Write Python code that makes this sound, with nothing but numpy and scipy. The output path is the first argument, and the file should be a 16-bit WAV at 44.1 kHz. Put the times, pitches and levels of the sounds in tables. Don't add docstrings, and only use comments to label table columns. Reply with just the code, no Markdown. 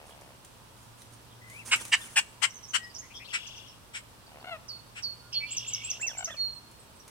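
import sys
import numpy as np
from scipy import signal
from scipy.fft import rfft, irfft
from scipy.io import wavfile
from scipy.ndimage import uniform_filter1d

SR = 44100
rng = np.random.default_rng(int(sys.argv[2]) if len(sys.argv) > 2 else 0)


def store_wav(level_fs):
    pcm = np.round(np.clip(np.atleast_2d(level_fs), -1, 1) * 32767)
    wavfile.write(sys.argv[1], SR, pcm.T.astype(np.int16))


N = 313101

# start_s, length_s, level_db, throat1_hz, throat2_hz, throat3_hz, treble_db, pan_db
CHUCKS = [(1.708, .052, -17.5, 1430, 2230, 2850, -2.5, -1.2),
          (1.916, 0.045, -16, 1800, 2240, 2830, -5, -1.5),
          (2.155, 0.051, -16.5, 1700, 2390, 2830, 1.5, 2.5),
          (2.415, 0.053, -18.5, 1450, 2130, 2910, -1.5, 40),
          (2.731, 0.048, -21, 1330, 2020, 2980, -0.5, 18),
          (3.324, .054, -26.5, 1510, 2330, 2430, -3.5, 5.5), (3.93, .062, -35.5, 1380, 2270, 2980, -2, 5.5),
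          (4.948, .06, -40.5, 1440, 2450, 2640, -4.5, 5)]
# frequency_hz, gain_db
CHUCK_EQ = [(250, -49), (600, -16.5), (850, -6.5), (1300, -7), (2200, 0), (3100, 0.5), (3600, -8.5),
            (5200, -5), (6500, -7), (8150, 6), (8900, -9.5), (10400, -15), (11500, -22), (15500, -35)]
# start_s, length_s, level_db
WING_STROKES = [(0.058, 0.065, -58.5), (0.755, .1, -63.5), (0.972, 0.055, -59.5), (1.115, 0.041, -59),
                (1.466, 0.16, -58.5), (1.648, 0.064, -43.5), (1.749, 0.06, -53), (1.797, 0.03, -42),
                (1.855, 0.05, -60), (1.968, .12, -48.5), (2.095, 0.059, -54.5)]
# start_s, level_db
TICKS = [(.211, -49), (0.448, -44), (0.831, -54), (1.019, -46), (1.499, -44), (1.76, -29), (1.852, -33),
         (1.881, -41), (2.052, -46), (6.713, -50), (7.079, -42.5)]
# frequency_hz, gain_db
RUSTLE_EQ = [(80, -10), (190, 0.5), (450, -5.5), (1500, -4), (4500, -10), (6200, -3.5), (8000, -4.5),
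             (9400, 2.5), (11500, -14), (15500, -15.5)]
# start_s, length_s, drop_hz (before the ceiling), settled_hz, level_db, swell_s, swell_db
WHISTLES = [(4.681, 0.14, 1700, 4523, -38.5, 0.012, 15), (5.024, 0.12, 1900, 4505, -30.5, 0.021, 17),
            (5.328, 0.1, 1700, 4460, -27.5, 0.052, 11), (6.367, 0.23, 119, 4359, -30, 0.043, 17)]
# time_s, pitch_hz, gain_db
UP_NOTE = [(0, 6900, -19), (.014, 7260, 0.5), (.024, 7550, -1), (.034, 7850, -10.5), (.041, 8100, -16)]
# time_s, pitch_hz, gain_db
DOWN_NOTE = [(0, 6470, -10), (.005, 6210, 6), (0.012, 5970, 1), (0.0171, 5650, 10), (.02, 5150, -5),
             (0.023, 4860, -15)]
# frequency_hz, gain_db
WARBLER_HISS_EQ = [(2500, -22), (4500, 4), (8000, -12), (10000, -19), (15000, -24)]
# start_s, length_s, pitch_hz, level_db, swing_hz
BUZZES = [(2.779, .12, 1915, -49, 10), (3.018, 0.05, 1980, -54.5, 160), (3.099, 0.035, 2440, -51.5, 220),
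          (3.134, 0.063, 3300, -46, 150), (3.194, 0.053, 2300, -47, 270), (3.242, .033, 3700, -46.5, 550),
          (5.202, 0.11, 1420, -62, 21), (5.32, 0.076, 3050, -40, 320), (5.401, 0.07, 2327, -35.5, 100)]
# frequency_hz, gain_db
TRILL_HISS_EQ = [(1500, -37), (2800, 1), (4200, 0), (5200, 7.5), (7500, -9), (12000, -20)]
# start_s, level_db, lead_in_hz, pan_db, lag_ms
SLUR_PHRASES = [(1.413, -35, 2020, 5.5, 0.17), (5.71, -33.5, 2230, -7.5, 0.088)]
# after_s, rise_s, hold_s, fall_s, foot_hz, top_hz, gain_db, glide_db (added off the top)
ARCHED_NOTES = [(0.286, .034, 0.027, .062, 1450, 2680, 1.5, -10.5),
                (0.38, 0.0052, 0.0047, .075, 2027, 3520, -14, -0.5),
                (.553, .05, 0.014, 0.069, 1900, 3520, -12, -5.5),
                (0.562, 0.0274, 0.0118, .032, 1510, 1853, -12.5, -2)]
# start_s, length_s, level_db
GRUNTS = [(4.443, .0067, -39.5), (4.454, 0.0079, -46), (4.465, 0.021, -40.5), (4.483, .0065, -38),
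          (4.491, 0.01, -37), (4.502, 0.047, -36.5), (4.531, 0.042, -43.5), (6.171, 0.0066, -42.5),
          (6.186, 0.011, -39.5), (6.205, 0.0084, -35.5), (6.224, 0.01, -36), (6.272, 0.024, -40.5),
          (6.303, .0085, -39.5), (6.34, 0.011, -44.5)]
# sag_start_s, pitch_hz, sag_hz_per_s
GRUNT_PITCHES = [(4.498, 717.4, 1530), (6.225, 751, 1330)]
GRUNT_HARMONICS = [-4.5, -5.5, -9, -8, -16, -18]
# start_s, length_s, pulse_rate_hz, opening_level_db, swell_db
RATTLES = [(0, 0.35, 77, -46, -4), (4.278, 0.18, 79, -51.5, 9.5), (5.918, .245, 65, -50.5, 8)]
# start_s, length_s, pitch_hz, level_db, rasp_hz
CHIPS = [(0.098, 0.041, 3230, -59, 300), (1.012, 0.015, 3880, -57.5, 400), (1.293, .055, 3330, -62, 300),
         (2.491, 0.03, 5800, -49, 300), (2.536, 0.056, 6110, -47.5, 130), (2.626, 0.035, 5650, -46, 250),
         (2.678, .048, 6200, -45, 130), (2.828, 0.036, 5200, -48.5, 200), (2.894, .025, 4800, -53, 100),
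         (2.939, .041, 5590, -42, 397), (2.979, 0.032, 6400, -40.5, 200), (3.148, 0.039, 5490, -45.5, 350),
         (3.465, 0.022, 5850, -44, 654), (3.556, 0.035, 5790, -49, 553), (3.672, 0.035, 5460, -54, 350),
         (4.261, .021, 4580, -58.5, 100), (4.399, 0.02, 4530, -60, 100), (6.542, 0.027, 8300, -56.5, 60),
         (6.783, .045, 8080, -57, 90), (6.949, 0.033, 8300, -58, 60), (6.996, 0.022, 5690, -52.5, 61)]
# frequency_hz, gain_db
AIR_EQ = [(15, -45.5), (25, -8), (110, -5), (140, -8), (240, -11), (349, -15), (552, -14), (782, -16),
          (919, -11.5), (2120, -23.5), (2700, -20.5), (5730, -24.5), (6920, -28), (8130, -24.5),
          (15500, -32.5)]
# frequency_hz, correlation
AIR_CORRELATION = [(40, 1), (120, 0.4), (400, 0.47), (1000, 0.1), (2500, 0), (12000, 0)]
# time_s, level_db
MOTOR_SWELLS = [(0.0, -64.5), (1.34, -58), (2.94, -69), (5.71, -57.5), (7.1, -71)]

NEAREST_S, CROSSING_TAKES_S = 2.15, .59


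def chucks(pulse_hz=272, throat_db=6, throat_width_hz=320, mirror_gain=.32,
           direct_db=-5, diffuse_db=-10, far_wet_db=10, crossing_s=1.951, near_for_s=.46, recede_s=2.1):
    out, send = np.zeros((2, 2, N))
    for s, length, db, *formants_hz, treble_db, pan_db in CHUCKS:
        t = seconds(length)
        far = np.clip((s - NEAREST_S) / recede_s, 0, 1)
        puff_phase = phase_of(pulse_hz * from_db(1.1 * drift(t, 200))) / (2 * np.pi) % 1
        puffs = rng.standard_normal((2, len(t))) * np.exp(-1.3 * puff_phase)
        ringing = sum(resonance(puffs, hz, throat_width_hz) for hz in formants_hz)
        call = eq(puffs + from_db(throat_db) * ringing, CHUCK_EQ)
        call = eq(call, [(750, -13 * far), (1400, 0), (3500, .0052), (8000, treble_db)])
        mirror_ms = .55 + .6 * np.exp(-((s - NEAREST_S) / near_for_s) ** 2)
        call = call + mirror_gain * np.roll(call, round(mirror_ms * SR / 1000), axis=1)
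        direct, scattered = from_db(db + direct_db) * unit_rms(compress(call) * arch(t, power=1.44))
        lag_ms = .22 * np.tanh((s - crossing_s) / CROSSING_TAKES_S)
        place(out, s, direct, pan_db, lag_ms)
        place(out, s + .003, from_db(diffuse_db) * scattered, lag_ms=-lag_ms - .12)
        place(send, s, from_db(far_wet_db * far) * scattered)
    echoes = reeds(send, near_db=-11, near_t60=.1, far_db=-27.5, far_t60=.93) - send
    return out + echoes


def wings_and_ticks(flutter_db=3, approach_pan_db=-6.5, tick_decay_s=.0028):
    out = np.zeros((2, N))
    for s, length, db in WING_STROKES:
        t = seconds(length)
        pan_db = approach_pan_db * np.tanh((NEAREST_S - s) / CROSSING_TAKES_S)
        grains = rng.standard_normal(len(t)) * from_db(flutter_db * drift(t, 401))
        rub = unit_rms(eq(grains, RUSTLE_EQ))
        place(out, s, from_db(db) * arch(t, power=.58) * rub, pan_db)
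    for s, db in TICKS:
        t = seconds(.016)
        place(out, s, from_db(db) * np.exp(-t / tick_decay_s) * noise(t, RUSTLE_EQ))
    return reeds(out, near_db=-1.5, near_t60=.042, far_db=-1.5, far_t60=1.0)


def whistles(drop_s=.013, ceiling_hz=5530, sag_hz=130, rasp_hz=560, hoarse_scale_hz=350, fade_db=21):
    out = np.zeros((2, N))
    for s, length, drop_hz, settled_hz, db, swell_s, swell_db in WHISTLES:
        t = seconds(length)
        above_hz = drop_hz * np.exp(-(t / drop_s) ** 2)
        hoarseness = np.clip(above_hz / hoarse_scale_hz - .5, 0, 1)
        hz = np.minimum(settled_hz + above_hz - sag_hz * np.sqrt(t / length), ceiling_hz)
        hz = hz + rasp_hz * hoarseness * np.tanh(drift(t, 1310)) + 7 * drift(t, 101)
        swell_left = np.clip(1 - t / swell_s, 0, 1)
        fade = np.clip((t - swell_s) / (length - swell_s), 0, 1)
        envelope = from_db(db - swell_db * swell_left ** 1.55 - fade_db * fade ** 1.47)
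        place(out, s, envelope * tone(hz, [0, -46, -36]), pan_db=-5.5, lag_ms=-.065)
    return reeds(out, near_db=-11, near_t60=.16, far_db=-16, far_t60=.95)


def warbler(start_s=5.502, phrase_s=.1667, down_after_s=.064, phrases=5,
            up_db=-33.5, down_db=-34, rasp_hz=180, hiss_db=-22):
    out = np.zeros((2, N))
    for k in range(phrases):
        last = k == phrases - 1
        up_s = start_s + k * phrase_s
        down_s = up_s + down_after_s + .009 * last
        notes = [(up_s, up_db, UP_NOTE, -.04), (down_s, down_db, DOWN_NOTE, -.06)]
        for s, level_db, shape, lag_ms in notes:
            t, hz, db = contours(shape)
            hz = hz + rng.normal(0, 43) + rasp_hz * drift(t, 1117)
            note = tone(hz, [0, -27]) * rasp(t, depth_db=3.5)
            hiss = from_db(hiss_db) * noise(t, WARBLER_HISS_EQ)
            place(out, s, from_db(level_db + db - 1.5 * last) * (note + hiss), pan_db=-.5, lag_ms=lag_ms)
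    return reeds(out, near_db=-7, near_t60=.14, far_db=-14, far_t60=.8)


def blackbird_songs(left_trill_s=3.275, right_trill_s=5.47, left_pan_db=10, right_pan_db=-3):
    out = np.zeros((2, N))
    for s, length, pitch_hz, db, swing_hz in BUZZES:
        t = seconds(length)
        buzz_hz, pan_db = (175, left_pan_db) if s < left_trill_s else (255, right_pan_db)
        buzz = wobble(t, buzz_hz, jitter_db=.082, jitter_hz=92)
        climb = 1.34 * (t / length - .5)
        hz = pitch_hz + swing_hz * (climb + buzz + .41 * drift(t, 1027))
        note = tone(hz, [0, -26]) * unit_rms(from_db(2.1 * buzz))
        place(out, s, from_db(db) * arch(t, power=.78) * note, pan_db, lag_ms=-.085)
    slow = trill(length=.49, level_db=-46, fade_db=17, rate_hz=33.5, centre_hz=3060, step_hz=283,
                 buzz_hz=187.5, swing_hz=110, throb_db=1.5, overtone_db=-20)
    fast = trill(length=.51, level_db=-44.7, fade_db=3.5, rate_hz=52, centre_hz=3067, step_hz=325,
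                 buzz_hz=272.5, swing_hz=151, throb_db=3, overtone_db=-22)
    place(out, left_trill_s, slow, left_pan_db, lag_ms=-.12)
    place(out, right_trill_s, fast, right_pan_db, lag_ms=-.06)
    return reeds(out, near_db=-8, near_t60=.11, far_db=-13, far_t60=.6)


def trill(length, level_db, fade_db, rate_hz, centre_hz, step_hz, buzz_hz, swing_hz, throb_db, overtone_db,
          attack_s=.018, swell_db=9, hiss_db=-9.5):
    t = seconds(length)
    db = level_db - swell_db * np.clip(1 - t / attack_s, 0, 1) - fade_db * (t / length) ** 3
    flip = np.tanh(3 * wobble(t, rate_hz, jitter_db=.12, jitter_hz=20))
    buzz = wobble(t, buzz_hz, jitter_db=1.07, jitter_hz=150)
    hz = centre_hz - step_hz * flip + swing_hz * buzz + 150 * drift(t, 1200)
    hiss = from_db(hiss_db) * noise(t, TRILL_HISS_EQ)
    voice = tone(hz, [0, overtone_db, -34]) * rasp(t, depth_db=2.5)
    throb = unit_rms(from_db(throb_db * flip + 2.8 * buzz))
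    return from_db(db) * throb * (voice + hiss)


def songbird(climb_s=.1, peak_s=.19, end_s=.222, peak_hz=2770, end_hz=1900,
             lead_db=-10, swell_db=15, foot_db=-8):
    out = np.zeros((2, N))
    for s, song_db, lead_hz, pan_db, lag_ms in SLUR_PHRASES:
        t = seconds(end_s)
        hz = np.interp(t, [climb_s, peak_s, end_s], [lead_hz, peak_hz, end_hz])
        off_peak = np.interp(t, [0, peak_s, end_s], [1, 0, 1]) ** .92
        place(out, s, soft_whistle(hz, song_db + lead_db - swell_db * off_peak), pan_db, lag_ms)
        for after_s, rise_s, hold_s, fall_s, foot_hz, top_hz, db, glide_db in ARCHED_NOTES:
            t = seconds(rise_s + hold_s + fall_s)
            below_top = np.interp(t, np.cumsum([0, rise_s, hold_s, fall_s]), [1, 0, 0, 1])
            hz = top_hz * (foot_hz / top_hz) ** below_top
            level_db = song_db + db + foot_db * below_top + glide_db * np.tanh(8 * below_top)
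            place(out, s + after_s, soft_whistle(hz, level_db), pan_db, lag_ms)
    return reeds(out, near_db=-10.5, near_t60=.12, far_db=-19, far_t60=.8)


def soft_whistle(hz, db, steady_db=-33, waver_hz=60, flutter_db=2.5):
    t = np.arange(len(hz)) / SR
    unsteady = np.clip((steady_db - db) / 8, 0, 1)
    envelope = from_db(db + flutter_db * unsteady * drift(t, 179.6))
    return envelope * tone(hz + waver_hz * unsteady * drift(t, 595), [0, -24, -26])


def water_bird(pulse_s=.0053, rattle_hz=715, rattle_slowing=.14, hoarse_db=-15):
    out = np.zeros((2, N))
    for s, length, db in GRUNTS:
        t = seconds(length)
        sag_s, pitch_hz, sag_hz_per_s = min(GRUNT_PITCHES, key=lambda call: abs(call[0] - s))
        hz = pitch_hz - sag_hz_per_s * np.maximum(s + t - sag_s, 0) + 11 * drift(t, 510)
        breath = unit_rms(resonance(rng.standard_normal(len(t)), hz=810, width_hz=640))
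        grunt = tone(hz, GRUNT_HARMONICS) + from_db(hoarse_db) * breath
        place(out, s, from_db(db) * arch(t, power=.95) * grunt, pan_db=3.5, lag_ms=.13)
    for s, length, rate_hz, db, swell_db in RATTLES:
        t, pulse_t = seconds(length), seconds(pulse_s)
        pulse_count = phase_of(rate_hz * (1 - rattle_slowing * t / length)) // (2 * np.pi)
        for after_s in t[np.diff(pulse_count, prepend=-1) > 0]:
            pulse = tone(rattle_hz + 135 * drift(pulse_t, 430), [-6.5, -17, -15, -13.5])
            gain = from_db(db + swell_db * after_s / length + rng.normal(0, 1.9))
            place(out, s + after_s, gain * arch(pulse_t, power=3.1) * pulse, pan_db=3, lag_ms=.16)
    return reeds(out, near_db=-10.5, near_t60=.087, far_db=-15.5, far_t60=1.0)


def chips(fall_hz_per_s=9700):
    out = np.zeros((2, N))
    for s, length, pitch_hz, db, rasp_hz in CHIPS:
        t = seconds(length)
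        hz = pitch_hz - fall_hz_per_s * (t - length / 2) + rasp_hz * drift(t, 1510)
        note = tone(hz, [0]) * rasp(t, depth_db=4.5)
        place(out, s, from_db(db) * arch(t, power=.67) * note, pan_db=-7, lag_ms=-.051)
    return reeds(out, near_db=-6, near_t60=.13, far_db=-9, far_t60=.6)


def reeds(x, near_db, near_t60, far_db, far_t60, build_s=.0054):
    t = seconds(.99)
    near, far = rng.standard_normal((2, 2, len(t))) * (1 - np.exp(-t / build_s))
    stems = from_db(near_db) * unit_rms(near * from_db(-60 * t / near_t60))
    banks = from_db(far_db) * unit_rms(far * from_db(-60 * t / far_t60))
    return x + signal.fftconvolve(x, (stems + banks) / np.sqrt(len(t)), axes=1)[:, :N]


def open_air(level_db=-53.5):
    alike = np.clip(curve_per_bin(AIR_CORRELATION, N), -1, 1)
    mid, side = rfft(rng.standard_normal((2, N)))
    spectrum = np.sqrt(1 + alike) * mid + np.sqrt(1 - alike) * side * [[1], [-1]]
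    return from_db(level_db) * unit_rms(eq(irfft(spectrum, N), AIR_EQ))


def distant_motor(pitch_hz=116.5):
    t = np.arange(N) / SR
    hum = tone(pitch_hz + 1.7 * drift(t, 8.3), [0, -15])
    return hum * from_db(np.interp(t, *np.transpose(MOTOR_SWELLS)) + 1.32 * drift(t, 9.9))


def background(low_cut_hz=38):
    low_cut = signal.butter(2, low_cut_hz, "high", fs=SR, output="sos")
    return signal.sosfilt(low_cut, open_air() + distant_motor()) * from_db([[-.7], [.7]])


def from_db(db):
    return 10 ** (np.asarray(db) / 20)


def unit_rms(x):
    return x / np.sqrt(np.mean(x ** 2) + 1e-20)


def seconds(length):
    return np.arange(max(int(length * SR), 8)) / SR


def contours(rows):
    s, *columns = np.transpose(rows)
    t = seconds(s[-1] - s[0])
    return [t] + [np.interp(t + s[0], s, column) for column in columns]


def curve_per_bin(points, size):
    hz, value = np.transpose(points)
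    return np.interp(np.log(np.fft.rfftfreq(size, 1 / SR) + 1), np.log(hz), value)


def eq(x, points):
    return irfft(rfft(x) * from_db(curve_per_bin(points, x.shape[-1])), x.shape[-1])


def noise(t, points):
    return unit_rms(eq(rng.standard_normal(len(t)), points))


def resonance(x, hz, width_hz):
    r = np.exp(-np.pi * width_hz / SR)
    feedback = [1, -2 * r * np.cos(2 * np.pi * hz / SR), r * r]
    return signal.lfilter(np.array([1, 0, -1]) * (1 - r * r) / 2, feedback, x)


def drift(t, rate_hz):
    return np.interp(t * rate_hz, np.arange(8192), rng.standard_normal(8192))


def phase_of(hz):
    return 2 * np.pi * np.cumsum(hz) / SR


def wobble(t, rate_hz, jitter_db, jitter_hz):
    return np.sin(phase_of(rate_hz * from_db(jitter_db * drift(t, jitter_hz))))


def arch(t, power):
    return np.abs(np.sin(np.pi * t / t[-1])) ** power


def tone(hz, harmonics_db):
    phase = phase_of(hz)
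    return unit_rms(sum(from_db(db) * np.sin(k * phase) for k, db in enumerate(harmonics_db, 1)))


def rasp(t, depth_db):
    return unit_rms(from_db(depth_db * drift(t, 800)))


def compress(x, window_s=.00304):
    return x / np.sqrt(uniform_filter1d(x ** 2, int(window_s * SR)) + 1e-12)


def place(out, s, x, pan_db=0, lag_ms=0):
    gains = unit_rms(from_db([pan_db / 2, -pan_db / 2]))
    delay = np.exp(-2j * np.pi * np.fft.rfftfreq(2 * len(x), 1 / SR) * lag_ms / 1000)
    right = irfft(rfft(x, 2 * len(x)) * delay)[:len(x)]
    at = np.arange(len(x)) + int(s * SR)
    inside = (at >= 0) & (at < N)
    out[:, at[inside]] += (gains[:, None] * [x, right])[:, inside]


def scene():
    foreground = chucks() + wings_and_ticks()
    chorus = whistles() + warbler() + chips() + blackbird_songs() + songbird() + water_bird()
    return foreground + chorus + background()


def record(dry, cutoff_hz=15850):
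    return signal.sosfilt(signal.ellip(12, .1, 80, cutoff_hz, fs=SR, output="sos"), dry)


dry = scene()
out = record(dry)
store_wav(out)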